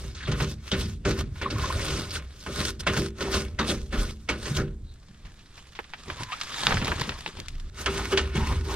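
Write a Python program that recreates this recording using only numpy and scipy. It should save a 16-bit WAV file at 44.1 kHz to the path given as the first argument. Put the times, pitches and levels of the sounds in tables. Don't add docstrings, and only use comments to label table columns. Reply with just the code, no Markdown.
import sys
import numpy as np
from scipy import signal
from scipy.fft import rfft, irfft
from scipy.io import wavfile
from scipy.ndimage import uniform_filter1d

SR = 44100
rng = np.random.default_rng(int(sys.argv[2]) if len(sys.argv) > 2 else 0)


def digitize_waveform(pressure):
    field = np.atleast_2d(pressure).T
    bounded = np.clip(field, -1, 1)
    quanta = np.round(bounded * 32767).astype(np.int16)
    wavfile.write(sys.argv[1], SR, quanta)


N = 385875
TIME_S = np.arange(N) / SR
BINS_HZ = np.fft.rfftfreq(N, 1 / SR)

# start_s, slap_db, panel_thump_db, t60_s (time to fade by 60 dB),
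# brightness (-1 and below dull, 1 sharp)
SLAPS = [(0.148, -41, -70, 0.75, 0.94), (0.227, -45, -65, 0.11, 0.43), (0.272, -29.5, -28.5, 0.12, -1.2),
         (0.316, -30, -43, .06, 0.5), (0.401, -24.5, -31.5, 0.078, -0.89), (0.715, -29.5, -26, 0.24, -0.26),
         (1.05, -26.5, -21, 0.22, -0.19), (1.2, -40.5, -51, 0.13, 0.24), (1.355, -45.5, -65, 0.063, -1.2),
         (1.414, -28, -32, 0.11, -0.82), (1.502, -30, -30.5, 0.087, 0.67), (2.106, -43, -65.5, 0.031, 1),
         (2.151, -32, -45, 0.052, 0.6), (2.462, -31.5, -32, 0.089, -1.05), (2.866, -20, -24, 0.094, -0.85),
         (2.966, -27, -27.5, 0.055, -1.3), (3.206, -27, -31.5, 0.09, 0.036),
         (3.339, -25, -36.5, 0.064, 0.49), (3.588, -22, -26.5, 0.11, -0.63), (3.694, -27, -34, 0.068, 1),
         (3.924, -32, -29, 0.33, -0.76), (4.288, -22, -28, 0.13, -0.27), (4.455, -31.5, -54, 0.18, 0.21),
         (4.566, -29, -24, 0.033, 0.89), (7.859, -24, -25.5, 0.052, 0.094), (8.119, -30, -31.5, 0.14, -1.3),
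         (8.172, -23.5, -27, 0.13, 0.6), (8.352, -34, -27.5, 0.13, 0.1)]
# peak_s, rise_s, fall_s, tip_hiss_db, rub_db, panel_shake_db, cabinet_boom_db
DRAGS = [(0.04, 0.23, 0.14, -53.5, -48.5, -46, -30.5), (0.305, 0.15, 0.091, -62, -40.5, -52, -26),
         (0.424, 0.094, 0.036, -43, -34.5, -32, -31.5), (0.505, 0.11, 0.057, -48.5, -52, -41.5, -63),
         (0.681, 0.085, 0.07, -53.5, -47, -86, -60), (0.799, 0.051, 0.12, -42, -38.5, -40, -26.5),
         (0.895, 0.02, 0.1, -54.5, -50, -61, -33), (1.096, 0.015, 0.097, -45, -33.5, -44, -42),
         (1.204, 0.078, 0.025, -46, -37, -41, -26.5), (1.385, 0.066, 0.06, -57, -52, -65, -56),
         (1.46, 0.098, 0.053, -71, -39.5, -38, -40), (1.635, 0.17, 0.34, -46.5, -35.5, -41, -33),
         (1.93, 0.51, 0.26, -42, -34, -35, -29.5), (2.157, 0.056, 0.039, -38.5, -39, -50, -33),
         (2.595, 0.12, 0.15, -41.5, -33.5, -32, -30), (2.691, 0.38, 0.04, -42, -41.5, -42, -43),
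         (2.802, 0.0062, 0.021, -43.5, -42.5, -47, -35), (2.84, 0.034, 0.026, -65, -46, -56, -44),
         (2.983, 0.11, 0.053, -40, -33, -34, -37), (3.054, 0.12, 0.054, -47, -41, -48, -48),
         (3.219, 0.071, 0.35, -49, -38.5, -32.5, -45), (3.346, 0.061, 0.12, -36, -31, -28, -26),
         (3.699, 0.062, 0.085, -37.5, -36, -25.5, -36), (3.81, .06, 0.23, -60, -62, -49, -34),
         (3.94, 0.036, .06, -49.5, -37.5, -37, -46), (3.995, 0.036, 0.14, -42.5, -37.5, -33, -34),
         (4.1, 0.051, 0.047, -51, -46.5, -59, -39.5), (4.24, 0.2, 0.26, -67, -63, -72, -55),
         (4.469, 0.13, 0.2, -47, -40.5, -37, -35), (4.568, 0.032, 0.064, -40.5, -39, -39, -32),
         (7.81, 0.067, 0.046, -45, -38.5, -38, -36), (7.97, 0.22, 0.34, -44.5, -34.5, -31, -29),
         (8.127, 0.034, 0.032, -41, -39, -21.5, -40), (8.225, 0.035, 0.37, -58, -43, -56, -29),
         (8.375, 0.064, 0.17, -49, -34.5, -39, -25.5), (8.51, 0.2, 0.14, -47, -36, -33, -24.5),
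         (8.72, 0.12, .17, -45, -37, -30.5, -30)]
# pitch_hz, level_db, t60_s
PANEL = [(102, -10.5, 0.46), (118.6, -8, 0.28), (145.2, -8, 0.36), (190, -6, 0.2), (216.4, -7, 0.64),
         (244.4, -8.5, 0.29), (302.7, -7, 0.18), (334.4, -8, 0.38), (388.2, -0.5, 0.31), (449, -14.5, 0.41),
         (481, -10, 0.32), (513, -8, 0.088), (594.6, -8, 0.13), (805, -17.5, 0.086)]

SKID_PEAK_S, SKID_RISE_S = 0.013, 0.017


def brush():
    # pitch_hz, level_db (per Hz)
    hiss = [(800, -18.5), (2000, -10), (3500, 2), (5500, 1.5), (7500, -6.5), (9500, -12), (12000, -15.5),
            (16000, -29)]
    rub = [(400, 2.5), (750, -7.5), (950, -4.5), (1500, -1), (2800, -4.5), (4500, -10), (8000, -71),
           (16000, -58)]
    dull_slap = [(200, -8.5), (550, -2.5), (750, -7.5), (1000, -8), (1500, -6), (2800, -11.5), (4500, -18),
                 (9000, -34), (16000, -58)]
    sharp_slap = [(400, -56), (1300, -9.5), (3000, -2), (4500, -1), (6500, -8.5), (9000, -23), (16000, -89)]
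    # pitch_hz, width_hz, lift_db
    metal = [(1050, 36, 9.5), (1230, 68, 6.5), (1320, 25, 7.5), (1464, 42, 10), (1815, 43, 5),
             (2213, 24, 9.5), (2600, 21, 8.5), (2820, 14, 10), (3020, 23, 4.5), (3330, 25, 4.5),
             (3450, 13, 8.5), (3730, 26, 6.5), (4870, 140, 0), (5400, 110, 2), (6350, 160, 5),
             (8750, 1000, 7)]
    drag_curve = 1.45

    peak_s, rise_s, fall_s, hiss_db, rub_db, _, _ = np.transpose(DRAGS)
    start_s, slap_db, _, _, brightness = np.transpose(SLAPS)
    skid = swells(start_s + SKID_PEAK_S, slap_db - 8, SKID_RISE_S, fall_s=0.12)

    tip_force = np.hypot(swells(peak_s, hiss_db, rise_s, fall_s, drag_curve), from_db(-19.5) * skid)
    tips = from_db(6.0) * tip_force * friction(hiss, metal)
    rub_force = np.hypot(swells(peak_s, rub_db, rise_s, fall_s, drag_curve), skid)
    rubbing = rub_force * friction(rub, metal)
    drags = (tips + rubbing) * flicks(per_s=170, size_db=-1.0, t60_s=0.024)

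    sharp_share = np.clip((1 + brightness) / 2, 0, 1)
    dull_levels = from_db(slap_db) * np.sqrt(1 - sharp_share)
    sharp_levels = from_db(slap_db) * np.sqrt(sharp_share)
    dull = landings(dull_levels, hold_s=0.0079) * friction(dull_slap, metal)
    sharp = landings(sharp_levels, hold_s=0.0072) * friction(sharp_slap, metal)
    slaps = from_db(-2.0) * (dull + sharp) * flicks(per_s=290, size_db=-4.0, t60_s=0.0064)
    return drags + slaps


def rasps():
    # peak_s, level_db, centre_hz, width_hz, rise_s, fall_s
    rasp_bands = [(0.212, -40.5, 1800, 800, .012, 0.022), (0.233, -38, 1700, 600, 0.0055, .018),
                  (0.258, -41, 3600, 1200, .008, .02), (0.72, -29, 3370, 700, 0.0073, 0.033),
                  (0.74, -31, 2400, 1500, .01, 0.046), (1.058, -35, 1460, 350, 0.008, .07),
                  (1.422, -40, 2300, 600, 0.021, 0.038), (1.61, -44, 1085, 120, .12, .12),
                  (1.8, -42, 577, 140, 0.43, 0.43), (2.111, -35, 4900, 1000, .004, 0.028),
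                  (2.162, -35.5, 1450, 219, .03, 0.035), (2.68, -42, 3400, 350, 0.12, 0.045),
                  (2.878, -24, 2480, 1400, 0.011, 0.034), (2.972, -39, 1500, 700, .008, 0.036),
                  (3.28, -38.5, 930, 400, 0.073, 0.052), (3.6, -30, 1290, 650, 0.01, 0.11),
                  (4.295, -34, 2460, 900, 0.0084, 0.04), (4.59, -34, 1490, 450, .025, 0.075),
                  (4.9, -58.5, 3970, 600, 0.092, 0.12), (6.21, -40.5, 1020, 150, 0.065, 0.084),
                  (6.328, -35, 2820, 2200, 0.022, 0.023), (6.6, -38, 3550, 600, 0.15, .1),
                  (6.682, -30, 1400, 1100, .01, 0.035), (7.035, -40, 2800, 2500, .015, 0.036),
                  (7.16, -46, 1050, 200, .05, .05), (7.867, -28.5, 1290, 330, 0.004, 0.043),
                  (7.998, -37, 940, 450, .02, 0.06), (8.128, -30, 1310, 450, .025, 0.046),
                  (8.41, -36, 956, 190, 0.064, 0.17), (8.51, -39.5, 1010, 300, 0.074, .08),
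                  (8.71, -39, 950, 258, 0.062, 0.16)]
    shared = rng.standard_normal(N)
    apart = rng.standard_normal(N) * np.array([[1], [-1]])
    slips = shared + from_db(-14) * apart
    out = 0
    for peak_s, level_db, hz, width_hz, rise_s, fall_s in rasp_bands:
        edges_hz = [hz - width_hz / 2, hz + width_hz / 2]
        band = signal.butter(2, edges_hz, "band", fs=SR, output="sos")
        tone = rms_one(signal.sosfilt(band, slips))
        out = out + swells([peak_s], level_db, rise_s, fall_s) * tone
    return out * flicks(per_s=240, size_db=-8.0, t60_s=0.012)


def squeaks():
    # start_s, level_db, pitch_hz, length_s, pitch_rise (share of the pitch)
    squeak_list = [(1.457, -23.5, 1110, .011, -0.11), (1.468, -33, 1050, .016, -0.0042),
                   (1.559, -32.5, 1085, 0.011, 0), (1.585, -38, 1080, .009, 0), (1.604, -38, 1090, .01, 0),
                   (1.634, -26.5, 1070, 0.018, 0.06), (1.652, -32, 1090, 0.017, -.04),
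                   (1.701, -22.5, 1070, 0.011, 0.053), (6.274, -42, 1030, 0.067, 0.14),
                   (6.322, -30.5, 1250, 0.029, 0.24)]
    waver = 0.028 * drift(600)
    rough = from_db(3.7 * drift(250))
    band = signal.butter(2, [800, 1900], "band", fs=SR, output="sos")
    scratch = from_db(-22) * rms_one(signal.sosfilt(band, rng.standard_normal(N)))
    out = np.zeros(N)
    for start_s, level_db, hz, length_s, pitch_rise in squeak_list:
        on = (TIME_S > start_s) & (TIME_S < start_s + length_s)
        done = (TIME_S[on] - start_s) / length_s
        turns = np.cumsum(hz * (1 + waver[on] + pitch_rise * (done - .5))) / SR
        shape = from_db(level_db) * np.sin(np.pi * done ** 0.85)
        out[on] += shape * (np.sin(2 * np.pi * turns) + scratch[on])
    return out * rough


def cabinet():
    # pitch_hz, level_db, t60_s
    ledge_modes = [(222, -11, 0.23), (389.4, -1.5, 0.3), (825, -17, 0.046), (953, -16, 0.08),
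                   (1237, -17, 0.073)]
    # pitch_hz, level_db, t60_s
    rim_modes = [(1500, -12, .07), (1800, -12, 0.085), (2160, -15, 0.12), (2860, -6, 0.029),
                 (3320, -10, .015)]
    # peak_s, boom_db, deep_flexing_db
    leans = [(1.3, -49.5, -60), (1.59, -27.5, -45), (1.76, -25, -39), (1.93, -36, -42), (2.24, -41.5, -50),
             (3.43, -42, -46), (3.53, -35, -48), (3.78, -34.5, -36), (3.97, -31.5, -29), (4.64, -44, -32.5),
             (4.83, -40, -40), (5.26, -43, -46), (5.42, -52, -65), (6.12, -39.5, -46), (6.23, -52, -56),
             (6.75, -27.5, -31), (6.92, -29, -47), (7.12, -37.5, -40), (7.39, -41, -42), (7.52, -37, -50),
             (7.66, -37.5, -41), (8.24, -29, -52), (8.43, -25, -37), (8.58, -24, -39)]
    # pitch_hz, level_db (per Hz)
    boom = [(20, -50), (40, -9), (52, -4), (66, 3.5), (90, -4), (120, -10.5), (150, -11.5), (200, -20.5),
            (400, -29), (1000, -86)]
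    flex = [(10, -39), (24, -12), (39, -4), (48, -15), (70, -38), (300, -87)]
    boom_rise_s, boom_fall_s = 0.12, 0.47
    boom_curve = 0.89
    lean_rise_s, lean_fall_s = 0.13, 0.25
    ledge_from_s = 7.7

    peak_s, rise_s, fall_s, _, _, shake_db, boom_db = np.transpose(DRAGS)
    start_s, slap_db, thump_db, _, _ = np.transpose(SLAPS)
    lean_s, lean_boom_db, lean_flex_db = np.transpose(leans)
    shake = swells(peak_s, shake_db, rise_s, fall_s)
    thump = swells(start_s + SKID_PEAK_S, thump_db, SKID_RISE_S, fall_s=0.1)
    on_ledge = TIME_S > ledge_from_s
    on_panel = np.where(on_ledge, from_db(-6.5), 1)

    # 2 dB less for each octave up, pivoting at 280 Hz
    softened = [(hz, db - 2 * np.log2(hz / 280), t60_s) for hz, db, t60_s in PANEL]
    sheets = struck(PANEL, shake * on_panel) + struck(softened, thump * on_panel)
    ledge = struck(ledge_modes, from_db(0.5) * np.hypot(shake, thump) * on_ledge)
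    clank_force = landings(from_db(slap_db), hold_s=0.0086) * on_ledge
    clank = struck(rim_modes, from_db(6.0) * clank_force)

    drag_boom = swells(peak_s, boom_db, boom_rise_s, boom_fall_s, boom_curve)
    slap_boom = swells(start_s + SKID_PEAK_S, thump_db - 5, SKID_RISE_S, boom_fall_s, boom_curve)
    lean_boom = swells(lean_s, lean_boom_db, lean_rise_s, lean_fall_s, boom_curve)
    boom_force = from_db(-2.06) * np.sqrt(drag_boom ** 2 + slap_boom ** 2 + lean_boom ** 2)
    booming = boom_force * steady(friction(boom))
    flexing = swells(lean_s, lean_flex_db, lean_rise_s, lean_fall_s) * steady(friction(flex))
    return sheets + ledge + clank + booming + flexing


def knocks():
    # start_s, level_db, favoured_hz (pitch that the struck spot favours)
    bumps = [(0.274, -31, 482), (0.284, -20, 142), (0.327, -38, 485), (0.404, -29, 485), (0.412, -20, 147),
             (0.717, -28, 580), (0.725, -22.5, 188), (0.85, -29, 190), (1.056, -23.5, 388),
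             (1.075, -28.5, 102), (1.51, -28.5, 310), (1.537, -21.5, 100), (1.885, -26.5, 146),
             (2.49, -30.5, 388), (2.584, -28, 160), (2.971, -20, 145), (2.991, -25.5, 330),
             (3.21, -27.5, 388), (3.255, -25, 388), (3.595, -25.5, 205), (3.684, -36, 190),
             (3.93, -27.5, 220), (4.506, -20.5, 144), (5.09, -42, 170), (6.198, -33.5, 113),
             (6.204, -54, 328), (6.675, -26.5, 159), (6.756, -24, 125), (8.125, -18, 388),
             (8.345, -26.5, 350), (8.355, -19, 166), (8.661, -32.5, 390)]
    focus_db, rise_s = 27, 0.0035
    out, age_s = np.zeros(N + SR), np.arange(SR // 2) / SR
    hz, mode_db, t60_s = np.transpose(PANEL)[:, :, None]
    for start_s, level_db, favoured_hz in bumps:
        share = from_db(mode_db - focus_db * np.abs(np.log2(hz / favoured_hz)))
        share = share / np.linalg.norm(share)
        tones = np.sin(2 * np.pi * (hz * age_s + rng.random(hz.shape)))
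        modes = share * from_db(-60 * age_s / t60_s) * tones
        knock = from_db(level_db) * (1 - np.exp(-age_s / rise_s)) * modes.sum(axis=0)
        first = int(start_s * SR)
        out[first:first + len(age_s)] += knock
    return out[:N]


def sways():
    # peak_s, level_db, pitch_hz, rise_and_fall_s (each way)
    throbs = [(3.985, -24, 39.2, 0.12), (7.58, -29, 27, 0.12)]
    out = 0
    for peak_s, level_db, hz, span_s in throbs:
        out = out + swells([peak_s], level_db, span_s, span_s, curve=2.3) * np.sin(2 * np.pi * hz * TIME_S)
    return out


def hands():
    # time_s, rustle_db
    riffle = [(0, -58), (1.0, -70), (2.3, -61.5), (4.25, -81), (4.75, -76), (5.048, -64.5), (5.95, -58),
              (6.4, -46.5), (6.66, -33), (6.82, -40.5), (7.04, -42.5), (7.33, -53.5), (7.7, -60.5)]
    # peak_s, rustle_db, crunch_db
    bunches = [(5.265, -60, -73), (5.41, -60, -81), (5.585, -52, -66), (6.0, -51.5, -60),
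               (6.109, -44.5, -41.5), (6.212, -42.5, -51), (6.33, -45, -71), (6.724, -42, -29),
               (6.775, -55, -43), (6.83, -56, -34.5), (6.889, -41, -33.5), (6.93, -49, -38),
               (7.008, -50, -41), (7.055, -60, -41.5), (7.11, -67, -44.5), (7.286, -48, -48.5),
               (7.386, -56, -49.5)]
    # pitch_hz, level_db (per Hz)
    rustle_spectrum = [(400, -11), (1500, -4), (3600, -3), (5000, -5), (7500, -13), (10000, -19),
                       (16000, -40)]
    crunch_spectrum = [(60, -34), (130, 11.5), (250, 5), (450, 2.5), (700, -4.5), (1000, 0), (1700, -8),
                       (3000, -7), (6000, -26), (16000, -70)]
    # pitch_hz, width_hz, lift_db
    pack = [(1200, 250, 5.5), (1700, 250, 4.5), (3550, 350, 2)]
    bunch_rise_s, bunch_fall_s = 0.082, 0.069
    crunch_from_s = 6.67

    time_s, level_db = np.transpose(riffle)
    busy_db = np.interp(TIME_S, time_s, level_db, left=-120, right=-120)
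    riffle_crunch = from_db(level_db.max() - 2.5 + 1.53 * (busy_db - level_db.max()))
    riffle_crunch = riffle_crunch * np.where(TIME_S > crunch_from_s, 1, from_db(-11.5))
    peak_s, rustle_db, crunch_db = np.transpose(bunches)
    rustle = np.hypot(from_db(busy_db), swells(peak_s, rustle_db, bunch_rise_s, bunch_fall_s))
    crunch = np.hypot(riffle_crunch, swells(peak_s, crunch_db, bunch_rise_s, bunch_fall_s))
    fine = from_db(3.0) * rustle * friction(rustle_spectrum, pack)
    coarse = from_db(5.5) * crunch * friction(crunch_spectrum)
    coarse = coarse * flicks(per_s=67, size_db=2.0, t60_s=0.03)
    return (fine + coarse) * flicks(per_s=200, size_db=0.0, t60_s=0.026)


def ticks():
    # start_s, peak_db, pitch_hz, t60_s
    contacts = [(0.316, -20, 3180, 0.05), (0.679, -23.5, 2600, 0.044), (.717, -16, 3420, 0.057),
                (2.108, -26, 4680, .06), (4.503, -29, 249, 0.13), (4.94, -41, 5000, 0.036),
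                (5.146, -45.5, 2200, .06), (5.251, -40, 2180, 0.22), (5.579, -33.5, 2500, 0.055),
                (5.752, -31, 2600, 0.21), (5.79, -18, 1400, 0.055), (5.792, -28.5, 520, 0.055),
                (5.843, -32, 2490, 0.073), (5.936, -20, 1920, 0.068), (6.101, -17, 1700, 0.039),
                (6.207, -28, 650, 0.041), (6.234, -16, 4030, 0.032), (6.321, -20.5, 1880, 0.18),
                (6.413, -13.5, 3140, 0.051), (6.543, -19.5, 2500, 0.045), (6.669, 1, 2450, 0.018),
                (6.708, -12, 1400, 0.04), (6.721, -12, 1200, 0.03), (6.725, -10, 1730, 0.017),
                (6.771, -12.5, 1900, 0.034), (6.777, -18, 1400, 0.026), (6.817, -20, 1800, 0.033),
                (6.826, -20, 1500, 0.057), (6.871, -15, 2260, 0.059), (6.881, -21, 1500, .05),
                (6.918, -13.5, 1500, 0.047), (6.923, -15, 1300, 0.041), (7.014, -20, 6750, 0.03),
                (7.093, -12, 2340, 0.037), (7.12, -25, 1820, 0.079), (7.262, -14.5, 1790, 0.032),
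                (7.29, -30, 3500, 0.027), (7.392, -29.5, 293, 0.13), (7.401, -18.5, 4120, 0.019),
                (7.484, -17.5, 4200, 0.038), (7.599, -30.5, 3540, 0.051), (7.861, -12.5, 3020, 0.043),
                (8.176, -8, 2630, 0.091)]
    out, age_s = np.zeros((2, N)), np.arange(N // 40) / SR
    top_hz = .45 * SR
    for start_s, peak_db, hz, t60_s in contacts:
        shared, apart = rng.standard_normal((2, len(age_s)))
        spray = shared + from_db(-3.0) * apart * [[1], [-1]]
        spray = spray * from_db(-22.0 - 60 * age_s / t60_s)
        rebound_s = 0.0006 * rng.uniform(.5, 1.5)
        rebound = np.arange(len(age_s)) == int(rebound_s * SR)
        contact = (age_s == 0) + from_db(-8.5) * rebound + spray
        body = signal.butter(2, [hz / 2.86, min(hz * 1.66, top_hz)], "band", fs=SR, output="sos")
        soft = signal.butter(2, min(hz * 3.4, top_hz), fs=SR, output="sos")
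        tick = signal.sosfilt(soft, signal.sosfilt(body, contact))
        tick = tick + from_db(-24) * ring(contact, hz, 0.002) + from_db(-48) * contact
        first = int(start_s * SR)
        out[:, first:first + len(age_s)] += from_db(peak_db) * tick / np.abs(tick).max()
    return out


def carried(x):
    # time_s, left_minus_right_db
    hand_pan = [(4.7, 0), (5.2, 0), (5.75, -2), (6.0, -0.5), (6.9, 0), (7.09, 1.5), (7.26, 0.5),
                (7.48, 2.5), (7.8, -3)]
    time_s, pan_db = np.transpose(hand_pan)
    return x * from_db(np.interp(TIME_S, time_s, pan_db) * np.array([[.5], [-.5]]))


def air():
    # pitch_hz, level_db (per Hz)
    air_spectrum = [(20, -2), (70, -4.5), (200, -14.5), (700, -30), (3000, -45.5), (8000, -39.5),
                    (16000, -66)]
    return from_db(-52.5) * friction(air_spectrum)


def friction(spectrum, resonances=()):
    # pitch_hz, level_db (against direct)
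    scatter = [(60, -27.5), (300, -12.5), (700, -10), (1400, -9), (3000, -11.5), (7000, -3.5),
               (15000, -0.5)]
    lift_db = sum(db / (1 + (2 * (BINS_HZ - hz) / width_hz) ** 2) for hz, width_hz, db in resonances)
    shape = (2, len(BINS_HZ))
    slips = rng.standard_normal(shape) + 1j * rng.standard_normal(shape)
    direct, scattered = slips * response(spectrum) * from_db(lift_db)
    return rms_one(irfft(direct + scattered * response(scatter) * [[1], [-1]], N))


def struck(modes, force):
    evenness = 0.8
    drive, out = force * rng.standard_normal(N), 0
    for k, (hz, level_db, t60_s) in enumerate(modes):
        swing = ring(drive, hz, t60_s)
        keep = from_db(-60 / (t60_s * SR)) ** 2
        fed = signal.lfilter([1 - keep], [1, -keep], force ** 2 + 1e-14)
        due, got = np.abs(uniform_filter1d([fed, swing ** 2], size=1500)) + 1e-12
        evened = swing * (due / got) ** (evenness / 2)
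        out = out + from_db(level_db - 5.0 + 1.8 * drift(14)) * evened * (-1) ** k
    return out


def ring(drive, hz, t60_s):
    r, w = from_db(-60 / (t60_s * SR)), 2 * np.pi * hz / SR
    gain = np.sqrt((1 - r * r) / 2)
    return signal.lfilter(gain * np.array([1, 0, -1]), [1, -2 * r * np.cos(w), r * r], drive + 1e-18)


def landings(levels, hold_s):
    out, age_s = np.zeros(N), np.arange(N // 32) / SR
    for (start_s, _, _, t60_s, _), level in zip(SLAPS, levels):
        fade = from_db(-60 * np.maximum(age_s - hold_s, 0) / t60_s)
        shape = (1 - np.exp(-age_s / 0.00088)) * fade
        first = int(start_s * SR)
        out[first:first + len(age_s)] += level * shape
    return out


def swells(peaks_s, levels_db, rise_s, fall_s, curve=1):
    span_db, hold_s = 25, 0.0081
    t = np.arange(0, N, 32) / SR
    age_s = t[:, None] - np.asarray(peaks_s)
    before = np.maximum(-age_s - hold_s / 2, 0) / rise_s
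    after = np.maximum(age_s - hold_s / 2, 0) / fall_s
    gains = from_db(levels_db - span_db * np.minimum((before + after) ** curve, 10))
    return np.interp(TIME_S, t, np.sqrt(np.sum(gains ** 2, axis=1)))


def flicks(per_s, size_db, t60_s):
    chance, size = rng.random(N), np.minimum(rng.exponential(1, N), 3.5)
    jumps = (chance < per_s / SR) * size ** 2
    power = signal.lfilter([1], [1, -from_db(-120 / (t60_s * SR))], jumps)
    return rms_one(np.sqrt(1 + from_db(size_db) ** 2 * power))


def shifting(x, patchy_db, count):
    place = np.interp(np.log(BINS_HZ + 1), np.log([500, 12000]), [0, count - 1])
    bins, out = rfft(x), 0
    for k in range(count):
        band = irfft(bins * np.maximum(1 - np.abs(place - k), 0), N)
        out = out + band * from_db(patchy_db * drift(60))
    return out


def steady(x):
    return x / np.sqrt(uniform_filter1d(x ** 2, size=4000) + 0.064)


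def drift(rate):
    knots = rng.standard_normal(int(N / SR * rate) + 2)
    return rms_one(np.interp(TIME_S * rate, np.arange(len(knots)), knots))


def response(points):
    hz, level_db = np.transpose(points)
    return from_db(np.interp(np.log(BINS_HZ + 1), np.log(hz), level_db))


def rms_one(x):
    return x / np.sqrt(np.mean(x ** 2) + 1e-20)


def from_db(db):
    return np.exp(np.asarray(db) * np.log(10) / 20)


def scene():
    # pitch_hz, left_minus_right_db
    left_shade = [(60, -0.5), (4500, 0), (8000, -2), (15000, -6)]
    left_lag_s = 0.00005
    bristles = shifting(brush() + carried(hands()), patchy_db=2.0, count=12)
    metal_box = cabinet() + knocks() + sways()
    left, right = bristles + metal_box + rasps() + squeaks() + carried(ticks()) + air()
    shade = np.sqrt(response(left_shade))
    lag = np.exp(-2j * np.pi * BINS_HZ * left_lag_s)
    return irfft([rfft(left) * shade * lag, rfft(right) / shade], N)


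def record(dry):
    cutoff_hz = 15850
    low_pass = signal.ellip(10, .1, 80, cutoff_hz, fs=SR, output="sos")
    return signal.sosfilt(low_pass, np.clip(dry, -1, 1))


dry = scene()
out = record(dry)
digitize_waveform(out)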